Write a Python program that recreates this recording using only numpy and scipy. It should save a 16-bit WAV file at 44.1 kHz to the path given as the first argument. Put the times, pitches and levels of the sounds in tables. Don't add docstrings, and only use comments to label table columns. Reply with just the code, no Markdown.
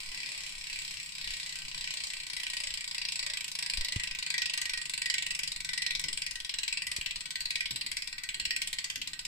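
import sys
import numpy as np
from scipy import signal
from scipy.io import wavfile
from scipy.ndimage import uniform_filter1d

SR = 44100
rng = np.random.default_rng(int(sys.argv[2]) if len(sys.argv) > 2 else 0)


def amp(db):
    return 10 ** (np.asarray(db, float) / 20)


def write(x):
    x = np.atleast_2d(x).T
    wavfile.write(sys.argv[1], SR, np.round(np.clip(x, -1, 1) * 32767).astype(np.int16))


N = 408793

TEETH, SNAP_COUNT = 18, 237
# t/s, garage echo level/dB, left-right level/dB, right lag/ms
PLACE = [(0, -2, 1.5, 0.24), (1.5, -4.5, 2, 0.27), (3, -10, 1.5, 0.35), (4.5, -11.5, 0.5, 0.63),
         (6, -11.5, 1.5, .55), (7.5, -10, 2, 0.62), (9.3, -11, 0, 0.67)]
# t/s, mean blow level/dB, nearness 0-1, view of the frame level/dB
REACH = [(0, -40, 0.44, 4.5), (.9, -39, 0.53, -2.5), (1.8, -37, 0.4, 2.5), (2.7, -34, 0.23, 1.5),
         (3.6, -32.5, 0.45, 5), (4.5, -30.5, 0.5, 0.5), (5.4, -30, 0.78, -2.5), (6.3, -32, 0.64, 0),
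         (7.2, -31.5, 0.72, 0), (8.2, -31.5, 0.92, -5), (9.3, -31.5, 0.8, -6)]


def evened(x):
    return x / np.sqrt(np.mean(x ** 2) + 1e-20)


def read(points, hz, column=1):
    rows = np.array(points, float)
    return np.interp(np.log(hz + 1), np.log(rows[:, 0] + 1), rows[:, column])


def add(mix, s, sound):
    part = mix[..., max(round(s * SR), 0):][..., :sound.shape[-1]]
    part += sound[..., :part.shape[-1]]


def ratchet(count=700, rise_ms=0.99):
    # f/Hz, level/dB
    wheel_modes = [(700, -37), (1000, -24.5), (1400, -31.5), (1800, -9.5), (2300, 3.5), (3500, -3.5),
                   (4150, -1), (5300, -2), (5900, -11.5), (7100, -10.5), (7780, 0.5), (8350, -5),
                   (10300, -11), (14900, -14.5), (15400, -25), (16000, -46)]
    # f/Hz, t60 of the crack/s, t60 of the ring/s, ring level/dB
    wheel_decay = [(870, 0.027, 0.51, -3), (1920, 0.029, 0.75, -17.5), (4760, 0.05, 0.16, -14.5),
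                   (7730, 0.06, 0.083, -16), (11220, 0.014, 0.11, -29)]
    # f/Hz, level/dB, t60/s
    rim_modes = [(585, -40, 0.21), (952, -27, 0.041), (1022, -25, 0.046), (1196, -42.5, 0.61),
                 (1510, -27, 0.18), (1552, -30, 0.27), (1695, -34, 0.08), (1892.6, -17, 0.33),
                 (1918, -17.5, 0.2), (1989.4, -16.5, 0.23)]
    # f/Hz, left-right level/dB
    mic_lean = [(500, -0.5), (1200, -3), (2400, -2.5), (4400, 0.5), (8000, 0), (13000, -7.5)]

    t = np.arange(5500, dtype=np.float32) / SR
    hz = np.geomspace(650, 16000, count) * rng.uniform(1.0, 1.003, count)
    crack, ring, ring_db = (np.float32(read(wheel_decay, hz, column=k)[:, None]) for k in (1, 2, 3))
    fall = -3 * np.log(np.float32(10)) * t
    body = np.exp(fall / crack) + amp(ring_db) * np.exp(fall / ring)
    body *= np.sin(np.float32(2 * np.pi * (hz[:, None] * t + rng.random((count, 1)))))
    body *= (amp(read(wheel_modes, hz)) * np.sqrt(hz / 4000))[:, None]
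    rim_hz, rim_level, rim_t60 = np.float32(rim_modes).T[..., None]
    long_ring = 8.0 * amp(rim_level) * np.exp(fall / rim_t60) * np.sin(2 * np.pi * rim_hz * t)
    modes = np.vstack([body, long_ring])
    modes *= 1 - np.exp(-(t * 1000 / rise_ms) ** 2)
    modes *= np.cos(np.pi / 2 * t / t[-1])

    pitch = np.append(hz, rim_hz)
    weight = radiation(pitch, by_tooth=0.72, neighbour=0.2, shared=0.071, spots_db=2.5, steady_hz=1280)
    s = snap_times()
    blow_db, rim_db, hub_db, frame_db = blows(s)
    frame = 1 / (1 + (pitch / 1350) ** 8)
    rim = 1 / (1 + (pitch / 3200) ** 8)
    hub = 1 / (1 + (6400 / pitch) ** 8)
    facing_db = np.outer(frame_db, frame) + np.outer(rim_db - 0.5, rim - frame)
    facing_db += np.outer(hub_db + 5.0, hub) + beams(pitch, s)
    facing_db = facing_db[:, None] + np.outer([0.5, -0.5], read(mic_lean, pitch))
    sounds = np.float32(weight * amp(facing_db)) @ np.float32(modes)
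    onset_rms = np.sqrt((sounds[..., :450] ** 2).mean((1, 2)))
    sounds *= (amp(blow_db) / onset_rms)[:, None, None]

    bounce_delay = (.003, 0.022)
    gaps = rng.uniform(*bounce_delay, SNAP_COUNT)
    bounce_db = -14.5 + 3 * rng.standard_normal(SNAP_COUNT)
    when, _, pan_db, lag_ms = np.transpose(PLACE)
    out = np.zeros((2, N))
    for start, pair, gap, db in zip(s, sounds, gaps, bounce_db):
        pair = pair.copy()
        add(pair, gap, amp(db) * np.diff(pair[:, :1500]) * np.linspace(1, 0, 1499) ** 2)
        pan = np.interp(start, when, pan_db) / 2
        lag = np.interp(start, when, lag_ms) / 2000
        add(out[0], start - lag, amp(pan) * pair[0])
        add(out[1], start + lag, amp(-pan) * pair[1])
    add(out, 0, out[:, 2530:3800])
    return out


def snap_times():
    coast = (-.0954, 35.3106, -1.18192, .0134069)
    wobble = (.00033, .00023)
    t, tooth = np.linspace(0, 9.5, 9501), np.arange(SNAP_COUNT)
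    angle = 2 * np.pi * tooth / TEETH
    late = wobble[0] * (np.cos(angle) - np.sin(angle))
    late += wobble[1] * (tooth / 100) ** 2 * np.sin(angle)
    return np.interp(tooth, np.polyval(coast[::-1], t), t) + late


def blows(s):
    # blow level/dB, rim share/dB, hub share/dB, frame share/dB
    turn_far = [(0, 5, -4, -11), (-2, 5.5, -0.5, -4), (-1.5, -7.5, -8, 3.5), (-2.0, -13, -12.5, 2),
                (0.8, -3, -8, 3), (2.5, -3.5, -10.5, -1.5), (-0.5, 0, -9.5, 2), (0.7, -1, -10.5, 0),
                (2.5, 2, -9.5, 0.5), (2.5, -3, -10.5, -7.5), (3, 2, -9, 1.5), (4.5, -4, -14, -11),
                (1.5, -2, -11, -1.5), (3.9, -1.5, -9.5, 0), (0.2, -9, -11, -3), (-0.1, -3, -12, -6),
                (3, 1.5, -5.5, 1), (-0.2, 1.5, -9, -3)]
    turn_near = [(-5, 0.7, -6, 8.5), (-4.5, -1.3, -11, 1), (-3.5, -2, -9, -4.5), (1, 10, -6.5, -2),
                 (-0.9, 1.8, -7, 6), (1.7, -0.3, -8.5, 0.5), (4, 1.3, -7.5, -7), (5.5, 2.2, -8.5, -3.5),
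                 (3.5, 4.7, -4, -3.5), (1.6, 1.3, -8, 0.5), (-1.8, -1.1, -2.5, 7), (-0.5, 2, -0.5, 7.5),
                 (0.2, -1, -10.5, 3.5), (-2.1, -2.5, -5.5, 5.5), (-0.3, 7, -2.7, 9.5), (0.54, 2.1, -6, 0),
                 (-1.55, 4, -6.5, -7.5), (-3, -1.8, -3.5, 6.5)]
    when, mean_db, near, view_db = np.transpose(REACH)
    near = np.clip(np.interp(s, when, near), 0, 1)[:, None]
    tooth = np.arange(SNAP_COUNT) % TEETH
    rows = (1 - near) * np.array(turn_far)[tooth] + near * np.array(turn_near)[tooth]
    scatter_db = np.array([0.58, 0.46, 0.46, 0.46])
    blow_db, rim_db, hub_db, frame_db = (rows + rng.standard_normal(rows.shape) * scatter_db).T
    return blow_db + np.interp(s, when, mean_db), rim_db, hub_db, frame_db + np.interp(s, when, view_db)


def beams(pitch, s):
    # f/Hz, lobes a turn, loudest tooth, swing level/dB
    lobed_modes = [(587, 1, 15.1, 3), (1225, 1, 16, 6), (1617, 2, 5.3, 10.5), (1560, 1, 19, 0.5),
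                   (1700, 2, 8.7, -1), (2068, 2, 4.4, 2.5)]
    # t/s, f/Hz, level/dB, length/s
    glints = [(1.352, 3840, 3, 0.34), (3.043, 4840, 2.5, 0.26), (3.98, 1970, 10, 0.13),
              (4.39, 2430, 7, 0.15), (5.1, 8150, -1.5, 0.27), (5.694, 4300, 1.5, 0.23),
              (5.86, 4160, 10.5, .12), (5.89, 8300, 1.5, 0.41), (6.653, 7950, 5, 0.29),
              (6.65, 4160, 5.5, 0.23), (6.695, 2240, 10, .12), (7.353, 8100, 4, 0.76),
              (7.585, 2200, 7, .15), (8.4, 4160, 4, 0.47), (9.2, 4200, 0, 0.27)]
    glint_width = 0.065
    tooth = np.arange(SNAP_COUNT)[:, None]
    swell = np.zeros((SNAP_COUNT, len(pitch)))
    for hz, lobes, at, db in lobed_modes:
        turning = np.cos(2 * np.pi * round(lobes) * (tooth - at) / TEETH)
        swell += db * turning * (abs(pitch / hz - 1) < 0.04)
    for at, hz, db, length in glints:
        moment = (2 * (s[:, None] - at) / length) ** 2
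        swell += db * np.exp(-moment - ((pitch / hz - 1) / glint_width) ** 2)
    return swell


def radiation(hz, by_tooth, neighbour, shared, spots_db, steady_hz):
    snaps, count = SNAP_COUNT, len(hz)
    chance = rng.standard_normal((snaps, 2, count))
    tooth = rng.standard_normal((TEETH, 2, count))[np.arange(snaps) % TEETH]
    w = by_tooth * tooth + np.sqrt(max(1 - by_tooth ** 2, 0)) * chance
    w = w + neighbour * np.roll(w, 1, axis=0)
    w = w + shared * w[:, ::-1]
    spots = uniform_filter1d(rng.standard_normal((snaps, 1, count)), size=40, axis=2)
    spots = evened(uniform_filter1d(spots, size=3, axis=0))
    w = evened(w) * amp(spots_db * np.linspace(0.4, 1.3, snaps)[:, None, None] * spots)
    angle = 2 * np.pi * (np.arange(snaps)[:, None, None] / TEETH + rng.random((2, count)))
    steady = rng.choice([-1., 1.], (1, count)) * (0.92 + 0.54 * np.cos(angle))
    share = 1 / (1 + (hz / steady_hz) ** 6)
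    return np.sqrt(share) * steady + np.sqrt(1 - share) * w


def stand():
    # f/Hz, level/dB, t60/s, right lag/rad
    stand_modes = [(146, -76, 0.25, .6), (158.5, -71.5, 0.28, 0.46), (296.2, -73, 0.12, 1.4),
                   (230, -78, .1, 2.6)]
    # f/Hz, level re blow/dB, t60/s, right lag/rad
    tube_modes = [(976, -23, 0.059, 0.38), (821, -26.5, .05, 2.1)]
    when, mean_db, _, view_db = np.transpose(REACH)
    mean_db, view_db = (np.interp(snap_times(), when, db) for db in (mean_db, view_db))
    swing_db = 2.5 * np.cos(2 * np.pi * (np.arange(SNAP_COUNT) - 8.9) / TEETH)
    shake_db = 7.5 + 0.6 * (mean_db + 32) + 1.47 * rng.standard_normal(SNAP_COUNT)
    knock_db = mean_db + 0.5 * view_db + swing_db
    return rung(stand_modes, shake_db, rise_s=0.0045) + rung(tube_modes, knock_db, rise_s=0.0027)


def rung(modes, level_db, rise_s):
    t, train = np.arange(SR // 3) / SR, np.zeros(N + SR)
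    train[np.round(np.maximum(snap_times(), 0) * SR).astype(int)] = amp(level_db)
    pair = np.zeros((2, len(t)))
    for hz, db, t60, lag in modes:
        pair += amp(db - 60 * t / t60) * np.sin(2 * np.pi * hz * t - np.array([[0], [lag]]))
    return signal.oaconvolve(train[None], pair * np.minimum(t / rise_s, 1), axes=1)[:, :N]


def garage(x):
    # f/Hz, t60/s
    echo_decay = [(500, 0.6), (2000, 0.34), (8000, 0.35), (15000, 0.14)]
    taps = np.zeros((2, SR // 2))
    at = np.arange(200, SR // 2 - 20, 20)
    places = at + rng.integers(0, 20, (2, len(at)))
    np.put_along_axis(taps, places, rng.choice([-1., 1.], (2, len(at))), 1)
    hz, t, z = signal.stft(taps, SR, nperseg=256)
    tail = signal.istft(z * amp(-60 * t / read(echo_decay, hz)[:, None]), SR, nperseg=256)[1]
    echo_db = np.interp(np.arange(N) / SR, *np.transpose(PLACE)[:2])
    return signal.fftconvolve(x * amp(echo_db), tail / np.linalg.norm(tail[0]), axes=1)[:, :N]


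def handling():
    # t/s, peak level/dB, swing f/Hz, t60/s, first direction
    bumps = [(3.755, -51, 12, 0.34, 1), (3.781, -32.5, 38, 0.057, -1), (3.809, -40, 44, 0.079, 1),
             (3.962, -24.5, 97, 0.05, -1), (3.987, -42, 27, 0.11, -1), (6.044, -56, 60, .04, 1),
             (6.144, -45, 24, 0.12, -1), (6.9859, -39.5, 170, 0.0067, -1), (6.989, -40, 33, 0.038, 1),
             (7.711, -47, 104, 0.046, 1), (7.721, -45, 123, 0.11, -1), (8.417, -46.5, 61, 0.07, 1),
             (8.472, -44, 45, 0.065, -1)]
    # t/s, level/dB, length/s, top f/Hz
    scuffs = [
        (0.106, -67, 0.57, 420),
        (6.04, -57.5, 0.15, 326),
        (7.701, -56, 0.14, 298),
        (7.836, -61, 0.14, 302),
        (8.362, -62.5, 0.37, 336),
        (8.949, -59, 0.33, 258),
    ]
    out = np.zeros((2, N))
    t = np.arange(SR // 2) / SR
    for s, db, hz, t60, direction in bumps:
        swing = np.sin(2 * np.pi * hz * t) * amp(-60 * t / t60) * (1 - np.exp(-(t / 0.001) ** 2))
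        add(out, s, np.outer([1.07, 0.93], np.sign(direction) * amp(db) * swing / abs(swing).max()))
    for s, db, length, top_hz in scuffs:
        a, b, lumps = rng.standard_normal((3, len(t)))
        band = signal.butter(3, [40, top_hz], "band", fs=SR, output="sos")
        rub = signal.sosfilt(band, [a + 0.61 * b, a - 0.4 * b])
        lumps_db = 1.23 * evened(uniform_filter1d(lumps, size=600))
        shape = np.minimum(t / 0.011, 1) * amp(-20 * (t / length) ** 2 + lumps_db)
        add(out, s, amp(db) * evened(rub) * shape)
    return out


def background():
    # t/s, swell level/dB, length/s
    grips = [(0.105, 7, .2), (.65, 4.5, 0.61), (1.75, 2, .2), (2.15, 11, 0.072), (2.597, 4, 0.14),
             (4.4, 9, 0.18), (3.79, 16, 0.16), (4.097, 7, 0.32), (4.723, 11, 0.15), (5.497, 9.5, 0.53),
             (6.1, 7, 0.4), (7.1, 5, 1), (8.51, 2, 0.44), (9.25, 4, .2)]
    # f/Hz, width/Hz, level/dB
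    hum_lines = [(153, 31, 0.5), (166.3, 15, -7)]
    # f/Hz, level per Hz/dB
    air_colour = [(30, -9), (60, 12), (110, 4.5), (200, 0.5), (307, -6), (450, -9), (700, -38), (1500, -45)]
    # f/Hz, level per Hz/dB
    hiss_colour = [(300, -4.5), (1500, 11), (6000, -5), (10500, -3.5), (15000, 9), (15400, -12),
                   (16400, -35)]
    t = np.arange(N) / SR
    grip_db = sum(db * np.exp(-(2 * (t - s) / length) ** 2) for s, db, length in grips)
    hum_db = -75 + 4 * wander(top_hz=8.5)
    rumble_db = -59 + 2.1 * wander(top_hz=3.1) + grip_db
    rumble_colour = [(10, 8.0), (28, -5.0), (50, -19), (90, -35), (200, -56)]
    out = amp(rumble_db) * noise(rumble_colour, patchy_db=3.5)
    for hz, width, db in hum_lines:
        r = np.exp(-np.pi * width / SR)
        flutter = rng.standard_normal((2, N)) + 1j * rng.standard_normal((2, N))
        slow = signal.lfilter([1], [1, -r], flutter)
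        slow = slow[0] + 0.12 * slow[1] * np.array([[1], [-1]])
        out += amp(db + hum_db) * evened((slow * np.exp(2j * np.pi * hz * t)).real)
    out += amp(-69.5) * noise(air_colour, patchy_db=4.0)
    return out + amp(-63) * noise(hiss_colour, patchy_db=3.0)


def wander(top_hz, count=24):
    t = np.arange(0, N + 512, 256) / SR
    hz = np.geomspace(0.2, top_hz, count)[:, None]
    slow = (np.sin(2 * np.pi * (hz * t + rng.random((count, 1)))) / np.sqrt(hz)).sum(0)
    return np.interp(np.arange(N) / SR, t, evened(slow))


def noise(spectrum, patchy_db):
    # f/Hz, left-right likeness 0-1
    likeness = [(30, 0.99), (70, 1), (140, 1), (290, 0.4), (640, 0.066)]
    frames, hz = N // 512 + 5, np.fft.rfftfreq(2048, 1 / SR)
    a, b, c, d, patches = rng.standard_normal((frames, 1025, 5)).T
    patches = uniform_filter1d(patches, size=5, axis=0)
    patches = evened(uniform_filter1d(patches, size=9, axis=1))
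    same = np.clip(read(likeness, hz), -1, 1)[:, None]
    left = a + 1j * b
    z = np.array([left, same * left + np.sqrt(1 - same ** 2) * (c + 1j * d)])
    z *= amp(read(spectrum, hz)[:, None] + patchy_db * patches)
    return evened(signal.istft(z, nperseg=2048, noverlap=1536)[1][:, :N])


def scene():
    wheel = ratchet()
    return wheel + garage(wheel) + stand() + background() + handling()


def thin_treble(x, size=4, whim_db=8.5):
    # f/Hz, level under the overall level/dB
    dropout_floor = [(5000, -50), (7000, -35), (9500, -42.5), (11500, -34), (13000, -37), (15500, -37)]
    hz, _, z = signal.stft(x, SR, nperseg=256)
    power = (abs(z) ** 2).mean(0)
    bands = power[:-1].reshape(-1, size, power.shape[1]).sum(1)
    bands = uniform_filter1d(bands, size=3, axis=1)
    overall = uniform_filter1d(power.sum(0), size=151)
    overall = overall * (overall / overall.mean()) ** 0.5
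    whim = evened(uniform_filter1d(rng.standard_normal(bands.shape), size=4, axis=1))
    floor_db = read(dropout_floor, hz[size // 2::size][:len(bands)])[:, None]
    limit = overall * amp(2 * (floor_db + whim_db * whim))
    keep = np.clip(12.0 * np.log(abs(bands) / limit + 1e-9) + 0.5, 0.01, 1)
    keep = np.repeat(keep, size, axis=0)
    keep = np.vstack([np.where(hz[:-1, None] < 4500, 1, keep), keep[-1:]])
    return signal.istft(z * keep, SR, nperseg=256)[1][:, :N]


def band_limit(x):
    return signal.sosfilt(signal.butter(12, 16470, fs=SR, output="sos"), x)


def record(dry):
    edge = signal.firwin(511, 16470, window=("kaiser", 9), fs=SR)
    mix = thin_treble(signal.oaconvolve(dry, edge[None], "same"))
    return band_limit(mix)


dry = scene()
out = record(dry)
write(out)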